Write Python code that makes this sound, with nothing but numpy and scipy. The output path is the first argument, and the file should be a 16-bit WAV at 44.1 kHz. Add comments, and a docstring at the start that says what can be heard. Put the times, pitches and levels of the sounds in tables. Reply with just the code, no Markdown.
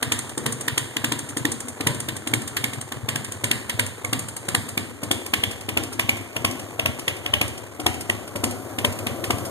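"""In a hard-walled workshop, a big V-twin motorcycle idles unevenly through short open pipes.
It pops one to three times in a row, then coasts and slows through weak, hissing strokes.
Each firing is a kick of pressure, a low thump and a rasping jet of gas that sometimes whistles;
a second thud follows about half a beat later. Metal rattles, the engine rumbles, the walls echo.
Two close microphones with stereo widening move from beside the pipes up to the fuel tank."""
import sys
import numpy as np
from scipy import signal
from scipy.fft import rfft, irfft, next_fast_len
from scipy.io import wavfile
from scipy.ndimage import map_coordinates

SR = 44100
rng = np.random.default_rng(int(sys.argv[2]) if len(sys.argv) > 2 else 0)


def generate_wav(signal):
    """Clip the signal to [-1, 1] and save it as 16-bit WAV at the path in sys.argv[1]."""
    frames = np.transpose(np.atleast_2d(signal))
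    scaled = np.clip(frames, -1, 1) * 32767
    pcm = np.round(scaled).astype(np.int16)
    wavfile.write(sys.argv[1], SR, pcm)


N = 418950  # 9.5 seconds

# Strokes that fire fully and pop: t/s, pulse level/dB, rasp level/dB, hiss level/dB
LOUD_POPS = [(0.0292, -25.5, -15, -25), (0.122, -25.5, -12, -21), (0.3798, -27, -23.5, -27),
             (0.4635, -23.5, -14.5, -25.5), (0.6827, -28.5, -13, -26), (0.78, -29.5, -12.5, -21.5),
             (0.9688, -30.5, -15.5, -29), (1.045, -26.5, -14, -25.5), (1.1226, -27, -14, -24),
             (1.3711, -29, -20, -30.5), (1.454, -24, -13, -26), (1.8099, -27, -20, -33.5),
             (1.8715, -21.5, -11.5, -21.5), (2.088, -30, -21.5, -31.5), (2.2744, -29, -20, -32),
             (2.339, -22.5, -12.5, -24.5), (2.5693, -30.5, -16.5, -24), (2.6428, -29.5, -14, -24.5),
             (2.734, -34.5, -28, -39), (2.9228, -30.5, -21.5, -34), (3.09, -29.5, -14, -30),
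             (3.1595, -27.5, -17.5, -27.5), (3.4423, -27, -14.5, -24.5), (3.5149, -28.5, -10.5, -22),
             (3.6973, -33.5, -19.5, -28.5), (3.7957, -26, -13, -26.5), (4.0486, -28, -26, -27.5),
             (4.1324, -23, -16, -22.5), (4.4877, -27, -18, -26.5), (4.5499, -23.5, -11.5, -23),
             (4.778, -29, -15, -24), (5.0349, -27, -26, -30.5), (5.1143, -24, -13, -23),
             (5.3385, -27.5, -9.5, -27.5), (5.438, -27, -14, -29), (5.6903, -26.5, -18.5, -34),
             (5.774, -20.5, -11, -28.5), (5.9967, -26.5, -10, -32), (6.0938, -26.5, -9.5, -27.5),
             (6.3661, -26.5, -19, -31.5), (6.4495, -21, -9, -24.5), (6.797, -27, -12.5, -34),
             (6.8606, -22.5, -9, -30), (7.0816, -28.5, -9.5, -32), (7.263, -29, -15, -40),
             (7.339, -24, -11, -31), (7.415, -25, -10.5, -25), (7.8004, -28, -24, -37),
             (7.8663, -20, -10, -21.5), (8.0994, -26, -15, -27.5), (8.3603, -25, -23, -34.5),
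             (8.4412, -20, -17, -22.5), (8.7873, -26.5, -18.5, -34.5), (8.8489, -20.5, -12.5, -27.5),
             (9.0695, -25.5, -16, -30), (9.2418, -28.5, -19, -34), (9.307, -21, -15, -27.5)]
# Weak strokes while the engine coasts, each a short tick: t/s, hiss level/dB
COASTING_STROKES = [(0.191, -26.5), (0.295, -37), (0.525, -28), (0.611, -31), (1.192, -28.5), (1.291, -37),
                    (1.519, -26.5), (1.606, -29.5), (1.685, -33.5), (1.948, -35.5), (2.004, -27.5),
                    (2.167, -32.5), (2.42, -34.0), (2.478, -30.5), (2.814, -31), (3.247, -31.5),
                    (3.323, -28.5), (3.866, -30), (4.194, -27.5), (4.287, -33), (4.367, -31.5), (4.69, -32),
                    (5.265, -31), (5.513, -35.5), (5.612, -36), (5.837, -31.5), (5.929, -36.5),
                    (6.171, -39), (6.513, -34.5), (6.597, -38), (6.995, -33.5), (7.167, -41),
                    (7.481, -34.5), (7.579, -39.5), (7.943, -37.5), (8.01, -34.5), (8.278, -43),
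                    (8.511, -35), (8.925, -38), (8.99, -34.5), (9.385, -36), (9.453, -38)]
WEAK_PULSE_DB, WEAK_RASP_DB, RASP_PER_HISS = -40, -17, 0.48

def firings():
    """Every stroke of the engine, loud or weak, in order: its time and its pulse, rasp and hiss levels."""
    weak = [(s, WEAK_PULSE_DB, WEAK_RASP_DB + RASP_PER_HISS * db, db) for s, db in COASTING_STROKES]
    return np.array(sorted([tuple(row) for row in LOUD_POPS] + weak)).T


# Tone of the pressure pulse, beside the pipes and over the tank: f/Hz, level/dB
PULSE_AT_PIPES = [(30, -62), (65, -18), (110, 4.5), (185, -6.5), (230, 3), (330, -2), (410, -4), (490, 3.5),
                  (620, -19), (850, -8.5), (1050, -3), (1400, -17), (2500, -29.5)]
PULSE_AT_TANK = [(44, -53), (65, -18.5), (105, 0), (180, -9.5), (240, -5.5), (360, 2), (440, -7.5),
                 (550, -1), (740, -4), (880, -16.5), (1100, -11), (1400, -12), (2500, -32)]
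# Tone of the rasping gas at the same two spots: f/Hz, level/dB
RASP_AT_PIPES = [(400, -39.5), (1000, -6), (1350, -5), (1800, 6), (2300, -1.5), (3000, 2.5), (3600, 3),
                 (4300, -5), (7000, -18)]
RASP_AT_TANK = [(500, -16.5), (1050, -3.5), (1500, -17.5), (2100, 2), (2900, 4.5), (3500, -1.5),
                (4300, -18), (7000, -28)]
# Tone of the high hiss at the same two spots: f/Hz, level/dB
HISS_AT_PIPES = [(4000, -42.5), (5400, -3), (6400, 0), (7700, 1), (9200, -1), (10500, -14), (13800, -33)]
HISS_AT_TANK = [(3500, -1.5), (5400, 4), (7700, 0.5), (10500, -2.5), (13800, -10)]

def exhaust(over_tank):
    """A pressure pulse leaves the pipe just ahead of the gas. Rows: left, right, sound for the walls."""
    times, pulse_db, rasp_db, hiss_db = firings()
    pulses = scatter(times - .005, amp(pulse_db)[:, None] * pressure_waves(len(times)))
    rasp = amp(-4.0) * gas_jet(times, rasp_db, rise_s=0.0021, fall_s=0.0024, apart=1.77, linger=0.23)
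    hiss = amp(2.0) * gas_jet(times, hiss_db, rise_s=0.0026, fall_s=0.0029, apart=1.0, linger=0.56)
    return (heard_from(over_tank, pulses, PULSE_AT_PIPES, PULSE_AT_TANK)
            + heard_from(over_tank, rasp, RASP_AT_PIPES, RASP_AT_TANK)
            + heard_from(over_tank, with_bounce(hiss), HISS_AT_PIPES, HISS_AT_TANK))


def pressure_waves(count, round_trip_s=0.002088, reflected=0.61):
    """A sharp wave bounces between valve and pipe end, faster in hotter gas, and leaves churning air."""
    t = event_time()
    trip = round_trip_s * np.exp(rng.normal(0, 0.14, (count, 1)))
    fronts = -sum((-reflected) ** k * np.exp(-((t - k * trip) / 0.000095) ** 2) for k in range(4))
    churn = (t > 0) * np.exp(-np.abs(t) / 0.012) * rng.standard_normal((count, len(t)))
    return amp(3.0) * fronts + amp(-5.5) * churn


def gas_jet(times, level_db, rise_s, fall_s, apart, linger):
    """Swirling gas bursts out as the valve opens; weak firings blow longer. 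Rows: left, right, walls."""
    t = event_time()
    stretch = np.exp(rng.normal(0, 0.41, (len(times), 1)))
    stretch *= amp(-linger * (level_db[:, None] - level_db.max()))
    width = np.where(t < 0, rise_s, fall_s * stretch)
    swell = amp(level_db)[:, None] * np.exp(-np.abs(t / width) ** 1.6)
    # the walls get one clean crack with the same energy and brightness as the burst
    crack = scatter(times, np.linalg.norm(swell, axis=1, keepdims=True))
    brighten = (np.sqrt(1 + 2 * apart ** 2) - 1) / 2
    to_walls = crack + brighten * np.diff(crack, prepend=0)
    return np.vstack([scatter(times, swell) * air_noise(apart), to_walls])


# Throaty blats on the hardest pops: t/s, middle f/Hz, level/dB
THROATY_BLATS = [(4.5495, 970, -21), (5.114, 1050, -28), (5.338, 1100, -23), (6.449, 1010, -25),
                 (6.8585, 790, -29), (7.414, 960, -29), (7.8648, 800, -15.5), (8.847, 950, -20.5),
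                 (9.306, 1030, -16)]

def blats(width_s=0.0032, sweep_s=0.0052):
    """As hot gas fills the pipe, the pressure swings crowd together and the pitch shoots up."""
    times, hz, db = np.transpose(THROATY_BLATS)
    t = event_time()
    phase = 2 * np.pi * hz[:, None] * sweep_s * np.expm1(t / sweep_s)
    return scatter(times, swells(db, t, width_s) * np.cos(phase))


# Pops whose whistle stands out as a bark: t/s, f/Hz, level/dB
WHISTLING_BARKS = [(.122, 3160, -21), (.78, 3150, -17), (1.454, 1840, -13), (2.339, 2230, -13),
                   (2.644, 2210, -18), (3.515, 3410, -16.5), (4.05, 2190, -17.5), (4.55, 2260, -23),
                   (4.55, 2870, -14), (4.778, 2347, -15), (5.114, 3400, -14), (5.339, 2400, -33),
                   (5.438, 3320, -13.5), (5.774, 2180, -17), (6.095, 2340, -7.5), (6.861, 2480, -20),
                   (7.339, 3050, -8), (7.867, 3370, -17), (8.1, 1940, -9.5), (8.849, 3170, -11)]

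def barks(width_s):
    """For a moment the jet locks on to one note of the pipe's lip; the shorter, the more like a clank."""
    times, hz, db = np.transpose(WHISTLING_BARKS)
    t = event_time()
    return scatter(times, swells(db, t, width_s) * np.sin(2 * np.pi * hz[:, None] * t))


# Strong thuds about half a crank turn after a stroke, probably the intake gulping: t/s, level/dB
STRONG_THUDS = [(0.079, -25), (0.732, -24), (1.084, -27), (1.169, -31), (1.238, -33), (1.416, -26.5),
                (1.494, -30), (1.907, -22.5), (2.377, -25), (2.783, -30), (2.972, -30), (3.042, -25),
                (3.201, -29.5), (3.559, -28.5), (3.75, -28), (3.845, -34), (4.585, -23.5), (5.391, -27),
                (5.481, -26.5), (6.047, -26.5), (6.894, -24), (7.378, -29), (7.454, -28), (7.517, -34),
                (7.904, -26.5), (8.481, -36), (8.887, -22), (9.116, -27), (9.193, -31.0), (9.345, -23),
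                (9.426, -30.5)]
THUD_AT_PIPES_HZ, THUD_AT_TANK_HZ = 120.6, 103.8

def thuds(over_tank, width_s=0.0092, thump_delay_s=0.0019, soft_delay_s=0.043):
    """Short, round swings of air: a thump with every stroke, then a strong or soft thud before the next."""
    strokes, pulse_db, _, _ = firings()
    strong, strong_db = np.transpose(STRONG_THUDS)
    soft = np.flatnonzero(np.diff(np.searchsorted(strong, strokes)) == 0)  # no strong thud follows these
    soft_db = np.where(pulse_db[soft] > WEAK_PULSE_DB, -32, -38)  # louder after a pop
    times = np.r_[strokes + thump_delay_s, strong, strokes[soft] + soft_delay_s]
    db = np.r_[pulse_db - 7.5, strong_db, soft_db]
    place = np.interp(times, np.arange(N) / SR, over_tank)
    hz = THUD_AT_PIPES_HZ * (1 - place) + THUD_AT_TANK_HZ * place
    hz *= np.exp(0.027 * rng.standard_normal(len(times)))
    t = event_time()
    phase = 2 * np.pi * hz[:, None] * t
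    swing = np.cos(phase) + amp(-11) * np.sin(2 * phase)
    return scatter(times, swells(db, t, width_s) * swing)


# Short low hums near 250 Hz that swell between some strokes: t/s, level/dB
LOW_HUMS = [(0.15, -37), (1.681, -35), (3.841, -41.5), (4.15, -35.5), (5.149, -40), (6.54, -33.5),
            (8.48, -36)]

def low_hum(pitch_hz=247.4, width_s=0.043):
    """A short low hum swells and fades, at a slightly different pitch each time."""
    times, db = np.transpose(LOW_HUMS)
    hz = pitch_hz * np.exp(0.027 * rng.standard_normal((len(times), 1)))
    t = event_time(size=8000)
    return scatter(times, swells(db, t, width_s) * np.sin(2 * np.pi * hz * t))


def clatter(level_db=-41, spread_db=4, pitch_hz=1550, ring_s=0.002, stray_knocks=400):
    """Valve gear and chain knock at random and twice at every stroke, each knock with its own pitch."""
    times = np.r_[rng.uniform(0, N / SR, stray_knocks), np.repeat(firings()[0], 2)]
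    detune, strength = rng.standard_normal((len(times), 2)).T[:, :, None]
    t = np.maximum(event_time(size=600), 0)
    knocks = np.exp(-t / ring_s) * np.sin(2 * np.pi * pitch_hz * np.exp(.5 * detune) * t)
    return scatter(times, amp(level_db + spread_db * strength) * knocks)


# Tone of the engine's steady rumble: f/Hz, level/dB
RUMBLE_TONE = [(40, -51), (70, -8), (103, 4.5), (175, -21.5), (260, -3.5), (420, -3.5), (1300, -14),
               (2400, -19.5), (5200, -39.5), (7500, -31.5), (13800, -48.5)]

def rumble(close_db):
    """The engine rumbles on, grainy with valve chatter and throatier from close above."""
    chatter = map_coordinates(rng.standard_normal(N // 200 + 4), [np.arange(N) / 200], order=1)
    steady = amp(-44.0) * with_tone(air_noise(apart=5.8) * amp(4.05 * chatter), RUMBLE_TONE)
    return steady + amp(close_db) * with_tone(air_noise(apart=1.5), PULSE_AT_TANK)


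def with_bounce(x, delay_s=0.0084, bounce_db=-11):
    """A hard surface nearby throws the sound back once; the path grows as the microphones move."""
    lag = (delay_s * SR * np.linspace(.85, 1.15, N)).astype(int)
    return x + amp(bounce_db) * x[:, np.clip(np.arange(N) - lag, 0, N - 1)]


# Tone of the workshop's echo: f/Hz, level/dB
ECHO_TONE = [(60, 7), (250, 0.5), (600, 1.5), (1200, -0.5), (2400, -5.5), (7000, -4), (13000, -6)]
# How long the echo takes to fade by 60 dB: f/Hz, t/s
ECHO_FADE = [(100, 1), (400, 0.76), (3000, 0.61), (8000, 0.74), (14000, 0.64)]

def wall_echo(size):
    """The walls' answer to one click: fading noise, left and right, alike in the bass."""
    hz, t, noise = signal.stft(rng.standard_normal((2, size)), SR, nperseg=256)
    fade_s = along(ECHO_FADE, hz)[:, None]
    tail = noise * amp(along(ECHO_TONE, hz)[:, None] - 60 * t / fade_s)
    tail *= np.sqrt(np.log(1e6) / (fade_s * SR))  # a longer fade adds no energy
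    tail *= (1 - np.exp(-t / 0.00033)) * (1 + 0.83 * np.exp(-t / 0.02))  # near walls answer first
    alike = .95 * np.sinc(hz / 3000)[:, None]
    tail *= np.sqrt([(1 + alike) / 2, (1 - alike) / 2])
    mid, side = signal.istft(tail, nperseg=256)[1][:, :size]
    return np.array([mid + side, mid - side])


# The deep note that builds up between the walls: f/Hz, width/Hz, level/dB
STANDING_WAVES = [(103, 2.15, 10.5)]

def workshop(x, spots=16, size=26000):
    """The echo blends from spot to spot as the microphones move, and the room booms on one note."""
    echoes = np.zeros((2, N + size))
    hop = N // (spots - 1) + 1
    for k in range(spots):
        at = np.arange(max(0, (k - 1) * hop), min(N, (k + 1) * hop))
        blend = np.cos(np.pi / 2 * (at / hop - k))
        part = signal.fftconvolve((x[at] * blend)[None], wall_echo(size), axes=1)
        echoes[:, at[0]:at[0] + part.shape[1]] += part
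    boom = filtered(x, lambda hz: sum(amp(db) * 1j * hz * width / (note ** 2 - hz ** 2 + 1j * hz * width)
                                      for note, width, db in STANDING_WAVES))
    return amp(-2.0) * echoes[:, :N] + out_of_step(boom)


def heard_from(over_tank, x, pipe_tone, tank_tone):
    """The tone changes as the microphones move from the pipes (0) to the tank (1)."""
    return np.sqrt(1 - over_tank) * with_tone(x, pipe_tone) + np.sqrt(over_tank) * with_tone(x, tank_tone)


def out_of_step(x, lead_ms=0.34):
    """A sound reaches the left microphone a moment before the right."""
    return filtered(x, lambda hz: np.exp(1j * np.pi * np.outer([1, -1], hz) * lead_ms / 1000))


def microphones(pair, bass_lead_ms, bass_tilt_db=0.56, split_hz=2400):
    """Sound reaches the left side first; the bass bends around the microphones' body and takes longer."""
    bass = filtered(pair, lambda hz: 1 / (1 + (hz / split_hz) ** 8))
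    shift = bass_lead_ms * SR / 2000  # half the lead for each side, in samples
    bent = np.array([map_coordinates(channel, [np.arange(N) + sign * shift], order=1)
                     for channel, sign in zip(bass, (1, -1))])
    return amp([[-bass_tilt_db], [bass_tilt_db]]) * bent + out_of_step(pair - bass, lead_ms=0.1)


def air_noise(apart):
    """Noise at the two microphones: alike in the bass, less alike the higher it goes."""
    return rng.standard_normal(N) + apart * np.diff(rng.standard_normal((2, N + 1)))


def amp(db):
    """Turn decibels into a number to multiply by."""
    return 10 ** (np.asarray(db) / 20)


def along(points, hz):
    """Read between the rows of a (frequency, value) table, with octaves evenly spaced."""
    freqs, values = np.transpose(points)
    return np.interp(np.log(hz + 1), np.log(freqs), values)


def filtered(x, response):
    """Scale and delay each frequency in x as response(hz) says."""
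    size = next_fast_len(N + SR // 2, True)
    return irfft(rfft(x, size) * response(np.fft.rfftfreq(size, 1 / SR)), size)[..., :N]


def with_tone(x, points, size=4096):
    """Give x the tone in a table, with a filter that leaves white noise equally strong."""
    gain = amp(along(points, np.fft.rfftfreq(size, 1 / SR)))
    gain /= np.sqrt(np.mean(gain ** 2))
    fold = np.r_[1, np.full(size // 2 - 1, 2), np.zeros(size // 2)]  # ring after a sound, never before
    ring = irfft(np.exp(rfft(irfft(np.log(gain)) * fold)))
    return signal.oaconvolve(np.atleast_2d(x), ring[None], axes=1)[:, :N]


def event_time(size=3000):
    """Seconds before and after the middle of a short sound."""
    return (np.arange(size) - size // 2) / SR


def swells(db, t, width_s):
    """One smooth rise and fall for each level."""
    return amp(db)[:, None] * np.exp(-(t / width_s) ** 2)


def scatter(times, shapes):
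    """Add short sounds, one per row, into one track, each centred on its time."""
    size = shapes.shape[1]
    at = np.round(times * SR).astype(int)[:, None] + np.arange(size) - size // 2
    inside = (at >= 0) & (at < N)
    return np.bincount(at[inside], shapes[inside], N)


# The microphones' path: t/s, place (0 pipes, 1 tank), left side's bass lead/ms, close rumble level/dB
MICROPHONE_PATH = [(0, 0.14, 0.11, -64), (4, 0.25, 0.16, -78.5), (5.3, 0.74, 0.19, -83),
                   (6.5, 0.96, 0.21, -41.5), (7.7, 0.89, 0.22, -48), (8.6, 0.85, 0.2, -38.5),
                   (9.5, 0.86, 0.22, -33)]

def scene():
    """The engine and its echoes at the moving microphones; the barks reach the walls as short clanks."""
    times, *columns = np.transpose(MICROPHONE_PATH)
    over_tank, lead_ms, close_db = [np.interp(np.arange(N) / SR, times, column) for column in columns]
    pops = exhaust(over_tank)
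    thud, blat, rattle = thuds(over_tank), blats(), clatter()
    direct = pops[:2] + blat + rattle + barks(width_s=0.0025) + out_of_step(thud) + low_hum()
    to_walls = pops[2] + 0.29 * thud + 0.3 * blat + 0.77 * barks(width_s=0.0012) + 0.5 * rattle
    return microphones(direct + workshop(to_walls) + rumble(close_db), lead_ms)


# How much of the other microphone is taken away from each side: f/Hz, share (0-1)
WIDENING = [(80, .6), (300, .8), (1300, .95), (2600, .97), (3800, .93), (7000, .65), (13000, .6)]
WIDENING_DELAY_S, LOW_CUT_HZ, HIGH_CUT_HZ = .000381, 50, 14100

def record(dry):
    """Widen the stereo by subtracting a late copy of the other side, then trim peaks, lows and highs."""
    share = lambda hz: np.clip(along(WIDENING, hz), 0, .97)
    turn = lambda hz: 2 * np.pi * hz * WIDENING_DELAY_S
    # win back the bass that the subtraction takes away
    restore = lambda hz: 1 / np.abs(1 - share(hz) * np.exp(-1j * np.minimum(turn(hz), np.pi / 2)))
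    other_side = filtered(dry[::-1], lambda hz: restore(hz) * share(hz) * np.exp(-1j * turn(hz)))
    wide = np.clip(filtered(dry, restore) - other_side, -.85, .85)
    return filtered(wide, lambda hz: (hz < HIGH_CUT_HZ) * (1 - .8 / (1 + (hz / LOW_CUT_HZ) ** 6)))


dry = scene()
out = record(dry)
generate_wav(out)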